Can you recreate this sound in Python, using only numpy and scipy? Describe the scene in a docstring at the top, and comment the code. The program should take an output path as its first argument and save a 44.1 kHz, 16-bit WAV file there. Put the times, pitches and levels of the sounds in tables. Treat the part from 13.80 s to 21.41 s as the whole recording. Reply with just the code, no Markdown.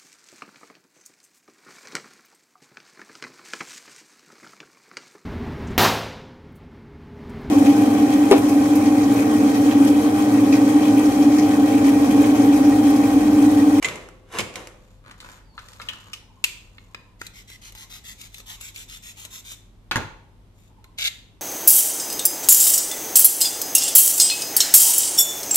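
"""Small room, phone close to the table: plastic toy fruit drops into a steel pan and is handled on a plate.
A toy knife taps and saws a toy pear, then drops on its board; the pear's hook-and-loop joint is ripped apart.
Contacts are pushes and noise chatter through resonant bodies; sawing and tearing are trains of tiny snaps.
Heavy blows boom in the table. Behind: filtered-noise air, a fan's sine hum, gliding-sine birds outside."""
import sys
import numpy as np
from scipy import signal
from scipy.fft import rfft, irfft, next_fast_len
from scipy.io import wavfile
from scipy.ndimage import map_coordinates

SR = 44100
rng = np.random.default_rng(int(sys.argv[2]) if len(sys.argv) > 2 else 0)


def generate_wav(signal):
    """Clip the signal to [-1, 1] and save it as 16-bit WAV at the path in sys.argv[1]."""
    frames = np.transpose(np.atleast_2d(signal))
    scaled = np.clip(frames, -1, 1) * 32767
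    pcm = np.round(scaled).astype(np.int16)
    wavfile.write(sys.argv[1], SR, pcm)


N = 335601
T = np.arange(N) / SR

# Levels are relative: each source's gain and its paths to the microphones come on top.
# Contacts with each object: start_s, middle_band_db, knock_db and click_db (re middle band)
PAN_HITS = [(0.0265, -24, -6.5, -5), (0.0458, -13, -15, -11), (0.0559, -35, 2, 7),
            (0.0855, -27, -4.5, -4.5), (0.158, -45.5, 5, 7.5), (0.288, -49.5, 8.5, 1.5),
            (0.5252, -47, -9, 5), (0.5865, -21, -8.5, -1.5), (0.595, -21, -3.5, -7), (0.6046, -25, -10, -4),
            (0.7403, -43, -7, -1), (0.757, -28, -13, -4), (0.8723, -42.5, 2, 3.5)]
PLATE_HITS = [(1.262, -50, 6.5, -10.5), (1.3122, -42.5, -1, -5), (1.4032, -36.5, -19, -6),
              (1.5173, -57.5, -15, 11), (1.7791, -34.5, 0.5, -29), (1.792, -41, -7, -7.5),
              (1.886, -43.5, -7.5, -0.5), (1.9335, -44, -11, -3), (1.9995, -38, 3, -26),
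              (2.0164, -34, -18, -7.5), (2.0865, -21.5, -21, -10), (2.134, -40.5, 1.5, -4),
              (2.3328, -28, -17, -4.5)]
PEAR_HITS = [(2.6409, -15, -18, -3), (3.467, -37.5, -23, -1), (3.7009, -46, -6.5, 0), (3.923, -50, -6, 3),
             (3.9509, -44.5, -5.5, 0.5), (4.4139, -41.5, -27, 2), (4.5441, -39, -25, -2.5),
             (4.5824, -45, -14, 2), (4.6014, -45, -5, -1), (4.8109, -40.5, -11, 3.5),
             (4.9608, -37, -24, -4), (5.451, -39.5, -5.5, 2), (5.7184, -43.5, -5.5, 6),
             (7.0428, -50, -5, -3), (7.1881, -32.5, -11, -5.5)]
HOLLOW_HITS = [(2.9825, -39.5, -12, -28), (3.1462, -30.5, -6.5, -12), (3.4145, -31, -2, -6)]
BOARD_HITS = [(6.1122, -16, -2, -12.5), (6.1577, -18, 1.7, -10.5), (6.1674, -23.5, -0.5, -7.5)]
# Broad colour of each object (HOLLOW: a fruit's hollow shell): freq_hz, gain_db
PAN_COLOUR = [(180, -22), (300, -5), (430, -6), (691, -9), (1470, -7), (1590, -10.5), (2140, -9),
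              (4540, -21), (7420, -22.5), (13200, -32), (15000, -54.5)]
PLATE_COLOUR = [(240, -46.5), (400, -12), (828, -16.5), (1330, 4.5), (1610, -7.5), (1770, -5), (2220, -18),
                (4070, -16), (13300, -34), (15000, -39)]
PEAR_COLOUR = [(150, -23), (340, -11), (520, -10), (740, -15), (1000, -12), (1350, -10), (1800, -11),
               (2400, -7), (3700, -6), (5000, -13), (6000, -8.5), (8500, -8), (9500, -15.5), (13800, -13.5),
               (15000, -37)]
HOLLOW_COLOUR = [(300, -5), (700, -10), (1050, -2), (1450, 1.5), (2100, -5.5), (3000, -11), (7000, -22.5),
                 (14000, -34)]
BOARD_COLOUR = [(100, 0), (350, -9.5), (620, -12), (950, -1.5), (1450, 0), (2000, -11.5), (2700, -20),
                (3700, -19), (5000, -23.5), (6500, -13.5), (8500, -25.5), (14000, -29)]
TABLE_COLOUR = [(22, -36.5), (50, -14.5), (85, -2.5), (200, -3), (380, -8.5), (620, -11.5), (1000, -19.5),
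                (3000, -75.5)]
# Resonances above that colour, at the loudest contact: freq_hz, width_hz, peak_db
PAN_MODES = [(1110, 12, 3), (2037, 61.5, 22), (2300, 150, 19.5), (2853, 110, 10), (7170, 800, 31)]
PLATE_MODES = [(1406, 32, 3), (1872, 120, 6), (2680, 220, 12), (2970, 170, 26), (5100, 39, 4.9)]
PEAR_MODES = [(951, 75, 5.2), (1413, 370, 4.5), (2480, 200, 3.1), (3560, 100, 2.5), (4100, 270, 6)]
BOARD_MODES = [(955, 340, 1.2), (1463, 81, 5.9), (2600, 340, 2.9)]
# Resonances of the parting halves: freq_hz, width_hz, peak_db
HALF_MODES = [(2100, 20, 5), (3580, 160, 1), (3709, 10, 6), (3880, 100, 1)]
# Tones of the pan's wall: freq_hz, level_db (re the knock), t60_s
WALL_TONES = [(368, -23.5, 0.612), (520, -20, 1.4), (1128, -25.5, 1.1)]
# The table under heavy blows: start_s, level_db, t60_s, boom_hz
THUDS = [(0.047, -37.5, 1, 425), (.54, -41.5, 0.41, 354), (0.586, -30, 0.41, 182), (.757, -42.5, 0.63, 500),
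         (2.02, -55, 1, 79.5), (6.113, -33.5, 0.19, 330), (6.161, -24.5, 0.33, 96)]
# Colour of the blade at the lip of the joint: freq_hz, gain_db
LIP_COLOUR = [(410, -54), (700, -17.5), (952, -14.5), (1780, -8.5), (2030, 4.5), (2370, -6.5), (3900, -1),
              (4490, -6.5), (6690, -3), (9580, -14), (12700, -8), (14100, -15), (15000, -44)]
# Colour of the blade between the halves: freq_hz, gain_db
GAP_COLOUR = [(410, -49.5), (700, -21), (940, -16.5), (1180, -14.5), (2030, -6), (2250, -3), (3220, -4),
              (3610, 2.5), (4490, -9.5), (7220, -0.5), (9580, -13.5), (13700, -6), (15000, -44.5)]
# Blade pressure, as the level of its rasp: time_s, level_db
PRESSURE = [(3.39, -52), (3.95, -44.5), (4.25, -43), (4.51, -51), (4.66, -41.5), (4.8, -42.5), (5.22, -44),
            (5.63, -43)]
# Colour of the tearing hooks: freq_hz, gain_db
HOOK_COLOUR = [(240, -66.5), (400, -43), (854, -24.5), (1020, -31), (1390, -16.5), (2390, -3), (2580, -10),
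               (2700, -4.5), (3650, -3), (5430, -13.5), (6610, -7.5), (9660, -20.5), (12900, -14.5),
               (15000, -27)]
# Shoves that set the pieces in the pan jostling: start_s, end_s, level_db, rise_s, settle_s
SHOVES = [(0.028, 0.057, -31.5, 0.033, 0.57), (.55, 0.615, -30.5, 0.14, 0.072),
          (0.763, 0.77, -37, 0.092, 0.47)]
# Fruit scuffing on the plate: start_s, end_s, level_db
SCUFFS = [(1.233, 1.35, -49), (1.421, 1.517, -45.5), (1.538, 1.62, -56.5), (2.013, 2.19, -50.5),
          (2.22, 2.37, -56)]
# Faint ticking and rubbing: pieces settling in the pan (first row), then fingers over the fruit:
# start_s, end_s, level_db
TICKS_AND_RUBS = [(.92, 1.2, -66), (1.36, 1.604, -53.5), (1.74, 2.42, -53.5), (2.5, 3.3, -65)]
# Colour of that ticking and rubbing: freq_hz, gain_db
TICK_RUB_COLOUR = [(290, -32.5), (500, -1.5), (646, -11.5), (1060, -3), (2330, -10), (8250, -12.5),
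                   (9250, -24.5), (14000, -17), (15000, -33.5)]
# Far bird's calls: start_s
BIRD_CALLS = [1.656, 2.398, 3.083, 3.855, 4.605, 5.355, 6.882]
# Notes of one call: delay_s, first_hz, last_hz (both detuned per note), level_db
BIRD_SONG = [(0, 1085, 757, 0.5), (0.076, 1136, 762, 4), (0.154, 1168, 900, 3), (.195, 1123, 942, -4)]
# Colour of the room air: freq_hz, gain_db
AIR_COLOUR = [(15, -23.5), (28, -5), (45, 2), (65, -6.5), (120, -11), (200, -11), (330, -18.5), (620, -25),
              (1000, -26.5), (1600, -33.5), (3500, -35.5), (5000, -40.5), (13800, -47.5), (15000, -72)]
# Tones of the fan: freq_hz, level_db
HUM = [(43.1, -56), (102.3, -56.5)]
# Left-right likeness of diffuse sound: freq_hz, likeness (0 to 1)
ALIKE = [(100, 0.85), (400, 0.79), (900, 0.4), (1600, 0.079), (10000, 0.048)]
# Decay of the room: freq_hz, t60_s
ROOM = [(120, 0.49), (400, 0.99), (1200, 0.5), (3000, 0.53), (7000, 0.44), (14000, 0.33)]

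CHATTER_DB_PER_DB = 0.55  # lighter touches chatter less
SAW_START_S, STROKE_PERIOD_S, STROKE_COUNT = 3.391, 0.1407, 17
SHALLOW_STROKE_S, DEEP_STROKE_S = 0.098, 0.11
SINK_START_S, SINK_TIME_S = 3.75, 1  # the blade works in between the halves
STRAIN_START_S, STRAIN_LENGTH_S, STRAIN_DB = 6.74, 0.17, -68  # fingers take up the strain
RIP_START_S, RIP_END_S = 7.187, 7.277
RIP_END_DB, RIP_GROWTH_DB_PER_S = -25.5, 88.5  # louder as the pull builds
RIP_ATTACK_S, RIP_RELEASE_S = 0.028, 0.05  # to and from 60 dB below
TEETH_DB, TEETH_PER_S = 2.2, 330  # rows of hooks give way together
BIRD_DB = -57.5
CHIRP_START_S, CHIRP_END_S, CHIRP_DB = 1.635, 1.775, -64
CHIRP_START_HZ, CHIRP_SAG_HZ_PER_S = 4950, 6200
BAND_LIMIT_HZ = 14500


def amp(db):
    """Decibels to gain."""
    return np.exp(np.maximum(db, -300) * np.log(10) / 20)


def unit(x):
    """Scale to rms 1."""
    return x / np.sqrt(np.mean(x ** 2) + 1e-20)


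def along(points, hz):
    """Read (freq_hz, value) points on a log-frequency axis."""
    f, v = np.transpose(points)
    return np.interp(np.log(hz + 1), np.log(f + 1), v)


def wobble(knots_per_s):
    """Smooth random curve."""
    knots = rng.standard_normal(int(N * knots_per_s / SR) + 4)
    return map_coordinates(knots, [T * knots_per_s])


def add(track, start_s, x):
    """Mix x into the track at start_s, cut at the track's end."""
    part = track[:, max(round(start_s * SR), 0):][:, :x.shape[-1]]
    part += x[..., :part.shape[-1]]


def coloured(x, gain):
    """Pass x through the minimum-phase filter with this gain of frequency."""
    n = x.shape[-1]
    m = 2 * next_fast_len(n // 2 + 4096)
    cepstrum = irfft(np.log(np.maximum(gain(np.fft.rfftfreq(m, 1 / SR)), 1e-6)))
    # fold the cepstrum forward in time: causal response
    cepstrum[1:m // 2] *= 2
    cepstrum[m // 2 + 1:] = 0
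    response = np.exp(rfft(cepstrum))
    return irfft(rfft(x, m) * response, m)[..., :n]


def body(colour, modes=()):
    """Gain of an object over frequency: broad colour with resonances on top."""
    def gain(hz):
        peaks = sum(amp(db) ** 2 / (1 + (2 * (hz - f) / width) ** 2) for f, width, db in modes)
        return amp(along(colour, hz)) * np.sqrt(1 + peaks)
    return gain


def diffuse(n):
    """Stereo noise from all around: alike in the bass, nearly unrelated in the treble."""
    likeness = along(ALIKE, np.fft.rfftfreq(n, 1 / SR))
    turn = np.arccos(np.clip(likeness, -1, 1)) / 2
    mid, side = irfft(rfft(rng.standard_normal((2, n))) * [np.cos(turn), np.sin(turn)], n)
    return np.array([mid + side, mid - side])


def placed(x, lead_ms, pan_db, near_db, room_db):
    """Sound at two microphones: direct (left leads), scatter off hands and table, room tail."""
    t = np.arange(SR // 2) / SR
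    delay_s = np.array([[0], [lead_ms / 1000]])
    direct = np.sinc((t - delay_s) * SR - 4) * amp([[pan_db / 2], [-pan_db / 2]])
    near = diffuse(len(t)) * amp(-60 * t / 0.017) * (t > 0.0004)
    hz, age_s, spectra = signal.stft(diffuse(len(t)), SR, nperseg=256)
    decay = amp(-60 * age_s / along(ROOM, hz)[:, None])
    tail = signal.istft(spectra * decay, SR, nperseg=256)[1][:, :len(t)]
    tail = tail * (1 - np.exp(-t / 0.0009))
    paths = direct + amp(near_db) * near / np.linalg.norm(near[0])
    paths = paths + amp(room_db) * tail / np.linalg.norm(tail[0])
    return signal.fftconvolve(x[None], paths, axes=1)[:, :len(x)]


def snaps(per_s, spread_db):
    """Tiny impulses of random time, sign and size, rms 1."""
    out = np.zeros(N)
    chance, size, sign = rng.random((3, N))
    hit = chance < per_s / SR
    size_db = spread_db * np.minimum(-np.log(1 - size[hit]), 3)
    out[hit] = np.sign(sign[hit] - 0.5) * amp(size_db)
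    return unit(out)


def swell(t, start_s, end_s):
    """Gain that rises smoothly from nothing and falls back, as a stroke speeds up and slows down."""
    out, inside = np.zeros(len(t)), (t > start_s) & (t < end_s)
    out[inside] = np.abs(np.sin(np.pi * (t[inside] - start_s) / (end_s - start_s))) ** 0.53
    return out


def swells(rows):
    """Sum of swells from (start_s, end_s, level_db) rows."""
    return sum(amp(db) * swell(T, start_s, end_s) for start_s, end_s, db in rows)


def arch(start_s, end_s, rise_s, fall_s):
    """Gain full between two times; rise and fall run from and to 60 dB below."""
    return amp(-60 * (np.maximum(start_s - T, 0) / rise_s + np.maximum(T - end_s, 0) / fall_s))


def contacts(hits, colour, modes, t60_s, chatter, damping, gain_db, **place):
    """Sharp push and short chatter into a shell; hardness sets knock against click."""
    out, t = np.zeros((2, N)), np.arange(SR // 2) / SR
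    edges = [(1800, "low"), ([1800, 5000], "band"), (5000, "high")]
    bands = [signal.butter(3, edge_hz, kind, fs=SR, output="sos") for edge_hz, kind in edges]
    loudest_db = max(hit[1] for hit in hits)
    for start_s, db, knock_db, click_db in hits:
        decay = amp(CHATTER_DB_PER_DB * (db - loudest_db) - 60 * t / t60_s)
        force = chatter * rng.standard_normal(len(t)) * decay + (t == 0)
        # light touches stay pressed on the shell and damp its resonances
        loss_db = damping * (loudest_db - db)
        shell = body(colour, [(f, width, peak_db - loss_db) for f, width, peak_db in modes])
        ring = coloured(force, shell)
        # band levels over the first 5 ms set the balance
        sizes = [np.std(signal.sosfilt(band, ring)[:SR // 200]) for band in bands]
        knock, middle, click = np.array([knock_db, 0, click_db]) - 20 * np.log10(sizes)
        hardness = body([(1400, knock), (2200, middle), (4200, middle), (6000, click)])
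        add(out, start_s, amp(db + gain_db) * placed(coloured(ring, hardness), **place))
    return out


def pan():
    """Plastic fruit strikes the steel pan, exciting its broad resonances."""
    return contacts(PAN_HITS, PAN_COLOUR, PAN_MODES, t60_s=0.068, chatter=0.12, damping=3.4,
                    gain_db=-6.0, lead_ms=0.0343, pan_db=-5, near_db=1.0, room_db=-4.5)


def pan_wall():
    """Each piece's knock sets the pan's thin wall singing faintly in decaying sines."""
    out, t = np.zeros((1, N)), np.arange(SR) / SR
    rings = [amp(db - 60 * t / t60_s) * np.sin(2 * np.pi * hz * t) for hz, db, t60_s in WALL_TONES]
    for start_s, db, knock_db, _ in PAN_HITS:
        tone_db = db + knock_db + rng.normal(0, 1.3, len(WALL_TONES))
        add(out, start_s, amp(tone_db) @ np.array(rings))
    return placed(out[0], lead_ms=0.02, pan_db=3, near_db=-13, room_db=-7.5)


def plate():
    """Fruit touches the plate, exciting its resonances."""
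    return contacts(PLATE_HITS, PLATE_COLOUR, PLATE_MODES, t60_s=0.065, chatter=0.25, damping=2.5,
                    gain_db=-3.5, lead_ms=0.13, pan_db=2.5, near_db=-2.5, room_db=-6.5)


def pear():
    """Blade edge clicks, the thin blade buzzing on the shell; the flat knocks the hollow shell."""
    edge = contacts(PEAR_HITS, PEAR_COLOUR, PEAR_MODES, t60_s=0.033, chatter=0.8, damping=0.029,
                    gain_db=-1.5, lead_ms=0.17, pan_db=2.5, near_db=-2.0, room_db=-8)
    flat = contacts(HOLLOW_HITS, HOLLOW_COLOUR, PEAR_MODES, t60_s=0.016, chatter=0.7, damping=0.11,
                    gain_db=-2.5, lead_ms=0.14, pan_db=0.0, near_db=-2.5, room_db=-8.5)
    return edge + flat


def rasp(hooks, start_s, length_s, depth):
    """One drag over the hooks; colour runs from the joint's lip (depth 0) to between the halves (1)."""
    t = np.arange(SR // 2) / SR
    knots_hz = np.geomspace(1200, 14000, 22)
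    # grip and gap vary by stroke, and with them the resonant hollows
    grip = body(np.c_[knots_hz, 0.9 * rng.standard_normal(len(knots_hz))])
    lip, gap = body(LIP_COLOUR), body(GAP_COLOUR)

    def colour(hz):
        return lip(hz) ** (1 - depth) * gap(hz) ** depth * grip(hz)

    piece = np.roll(hooks, -round(start_s * SR))[:len(t)]
    drag = unit(coloured(piece, colour)) * swell(t, 0, length_s)
    return placed(drag, lead_ms=0.202, pan_db=2.5, near_db=0, room_db=-6.5)


def sawing():
    """Evenly paced strokes drag the blade over the hooks, lengthening as it sinks in."""
    out = np.zeros((2, N))
    hooks = snaps(per_s=2600, spread_db=0.9) * amp(1.0 * wobble(150))  # blade catches and slips
    for start_s in SAW_START_S + STROKE_PERIOD_S * np.arange(STROKE_COUNT):
        depth = np.clip((start_s - SINK_START_S) / SINK_TIME_S, 0, 1)
        length_s = SHALLOW_STROKE_S + depth * (DEEP_STROKE_S - SHALLOW_STROKE_S)
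        pressure_db = np.interp(start_s, *np.transpose(PRESSURE))
        add(out, start_s, amp(pressure_db) * rasp(hooks, start_s, length_s, depth))
    return out


def board():
    """The knife drops on its board, exciting its resonances."""
    return contacts(BOARD_HITS, BOARD_COLOUR, BOARD_MODES, t60_s=0.075, chatter=0.1, damping=0.1,
                    gain_db=-5.0, lead_ms=0.094, pan_db=0.5, near_db=-2.0, room_db=-5)


def ripping():
    """The joint strains faintly; then hooks let go in a burst of snaps that ring the halves."""
    hooks = snaps(per_s=1800, spread_db=4.5) * amp(TEETH_DB * wobble(TEETH_PER_S))
    growth = amp(RIP_END_DB - RIP_GROWTH_DB_PER_S * np.maximum(RIP_END_S - T, 0))
    pull = growth * arch(RIP_START_S, RIP_END_S, RIP_ATTACK_S, RIP_RELEASE_S)
    shell = body(HOOK_COLOUR, HALF_MODES)
    tear = coloured(hooks * pull, shell) / np.std(coloured(hooks, shell))
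    out = placed(tear, lead_ms=0.18, pan_db=2.0, near_db=2, room_db=-9.0)
    add(out, STRAIN_START_S, amp(STRAIN_DB) * rasp(hooks, STRAIN_START_S, STRAIN_LENGTH_S, 1))
    return out


def table():
    """Heavy blows boom in the table top, at a pitch set by where they land."""
    out, t = np.zeros((2, N)), np.arange(SR // 2) / SR
    for start_s, db, t60_s, hz in THUDS:
        boom = unit(coloured(diffuse(len(t)), body(TABLE_COLOUR, [(hz, 0.13 * hz, 9)])))
        add(out, start_s, boom * amp(db - 60 * t / t60_s) * (1 - np.exp(-t / 0.0041)))
    return out


def handling():
    """Coloured snaps: pieces scrape and settle in the pan, fingers rub fruit, fruit scuffs the plate."""
    jostle = sum(amp(db) * arch(start_s, end_s, rise_s, settle_s)
                 for start_s, end_s, db, rise_s, settle_s in SHOVES)
    scrape = unit(coloured(snaps(per_s=1800, spread_db=2.0), body(PAN_COLOUR))) * jostle
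    tick_rub = unit(coloured(snaps(per_s=210, spread_db=1.5), body(TICK_RUB_COLOUR)))
    tick_rub = tick_rub * swells(TICKS_AND_RUBS)
    scuff = unit(coloured(snaps(per_s=330, spread_db=4.0), body(HOLLOW_COLOUR))) * swells(SCUFFS)
    scraping = placed(scrape, lead_ms=0.018, pan_db=1.0, near_db=-3, room_db=-2.5)
    light_touches = placed(tick_rub + scuff, lead_ms=0.17, pan_db=1.5, near_db=2, room_db=-2.0)
    return amp(-4.0) * scraping + amp(-3.5) * light_touches


def birds():
    """Sine whistles: a far bird repeats four down-slurred notes; a small one slides down once."""
    t = np.arange(int(0.046 * SR)) / SR
    song = np.zeros((1, N))
    for call_s in BIRD_CALLS:
        for delay_s, first_hz, last_hz, note_db in BIRD_SONG:
            hz = np.linspace(first_hz, last_hz, len(t)) * (1 + 0.038 * rng.standard_normal())
            note = np.sin(2 * np.pi * np.cumsum(hz) / SR) * np.hanning(len(t))
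            add(song, call_s + delay_s, amp(BIRD_DB + note_db) * note)
    slide_hz = CHIRP_START_HZ - CHIRP_SAG_HZ_PER_S * (T - CHIRP_START_S) + 80 * wobble(300)
    whistle = np.sin(2 * np.pi * np.cumsum(slide_hz) / SR)
    chirp = amp(CHIRP_DB) * swell(T, CHIRP_START_S, CHIRP_END_S) * whistle
    return amp(-2.5) * placed(song[0] + chirp, lead_ms=0, pan_db=0, near_db=-6, room_db=0)


def background():
    """Room air as coloured noise; a fan's hum as sines unsteady in level and phase."""
    air = amp(-53.5) * unit(coloured(diffuse(N), body(AIR_COLOUR)))
    hum = sum(amp(db + 0.6 * wobble(4.7)) * np.sin(2 * np.pi * hz * T + 0.5 * wobble(5))
              for hz, db in HUM)
    return air + amp(1.0) * hum * amp([[1], [-1]])  # hum 2 dB louder on the left


def scene():
    """Sum of everything heard at the table."""
    struck = pan() + pan_wall() + plate() + pear() + board() + table()
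    return struck + sawing() + ripping() + handling() + birds() + background()


def record(dry):
    """The phone's steep low-pass at its band limit."""
    m = next_fast_len(N + SR // 2)
    hz = np.fft.rfftfreq(m, 1 / SR)
    return irfft(rfft(dry, m) / np.sqrt(1 + (hz / BAND_LIMIT_HZ) ** 120), m)[:, :N]


dry = scene()
out = record(dry)
generate_wav(out)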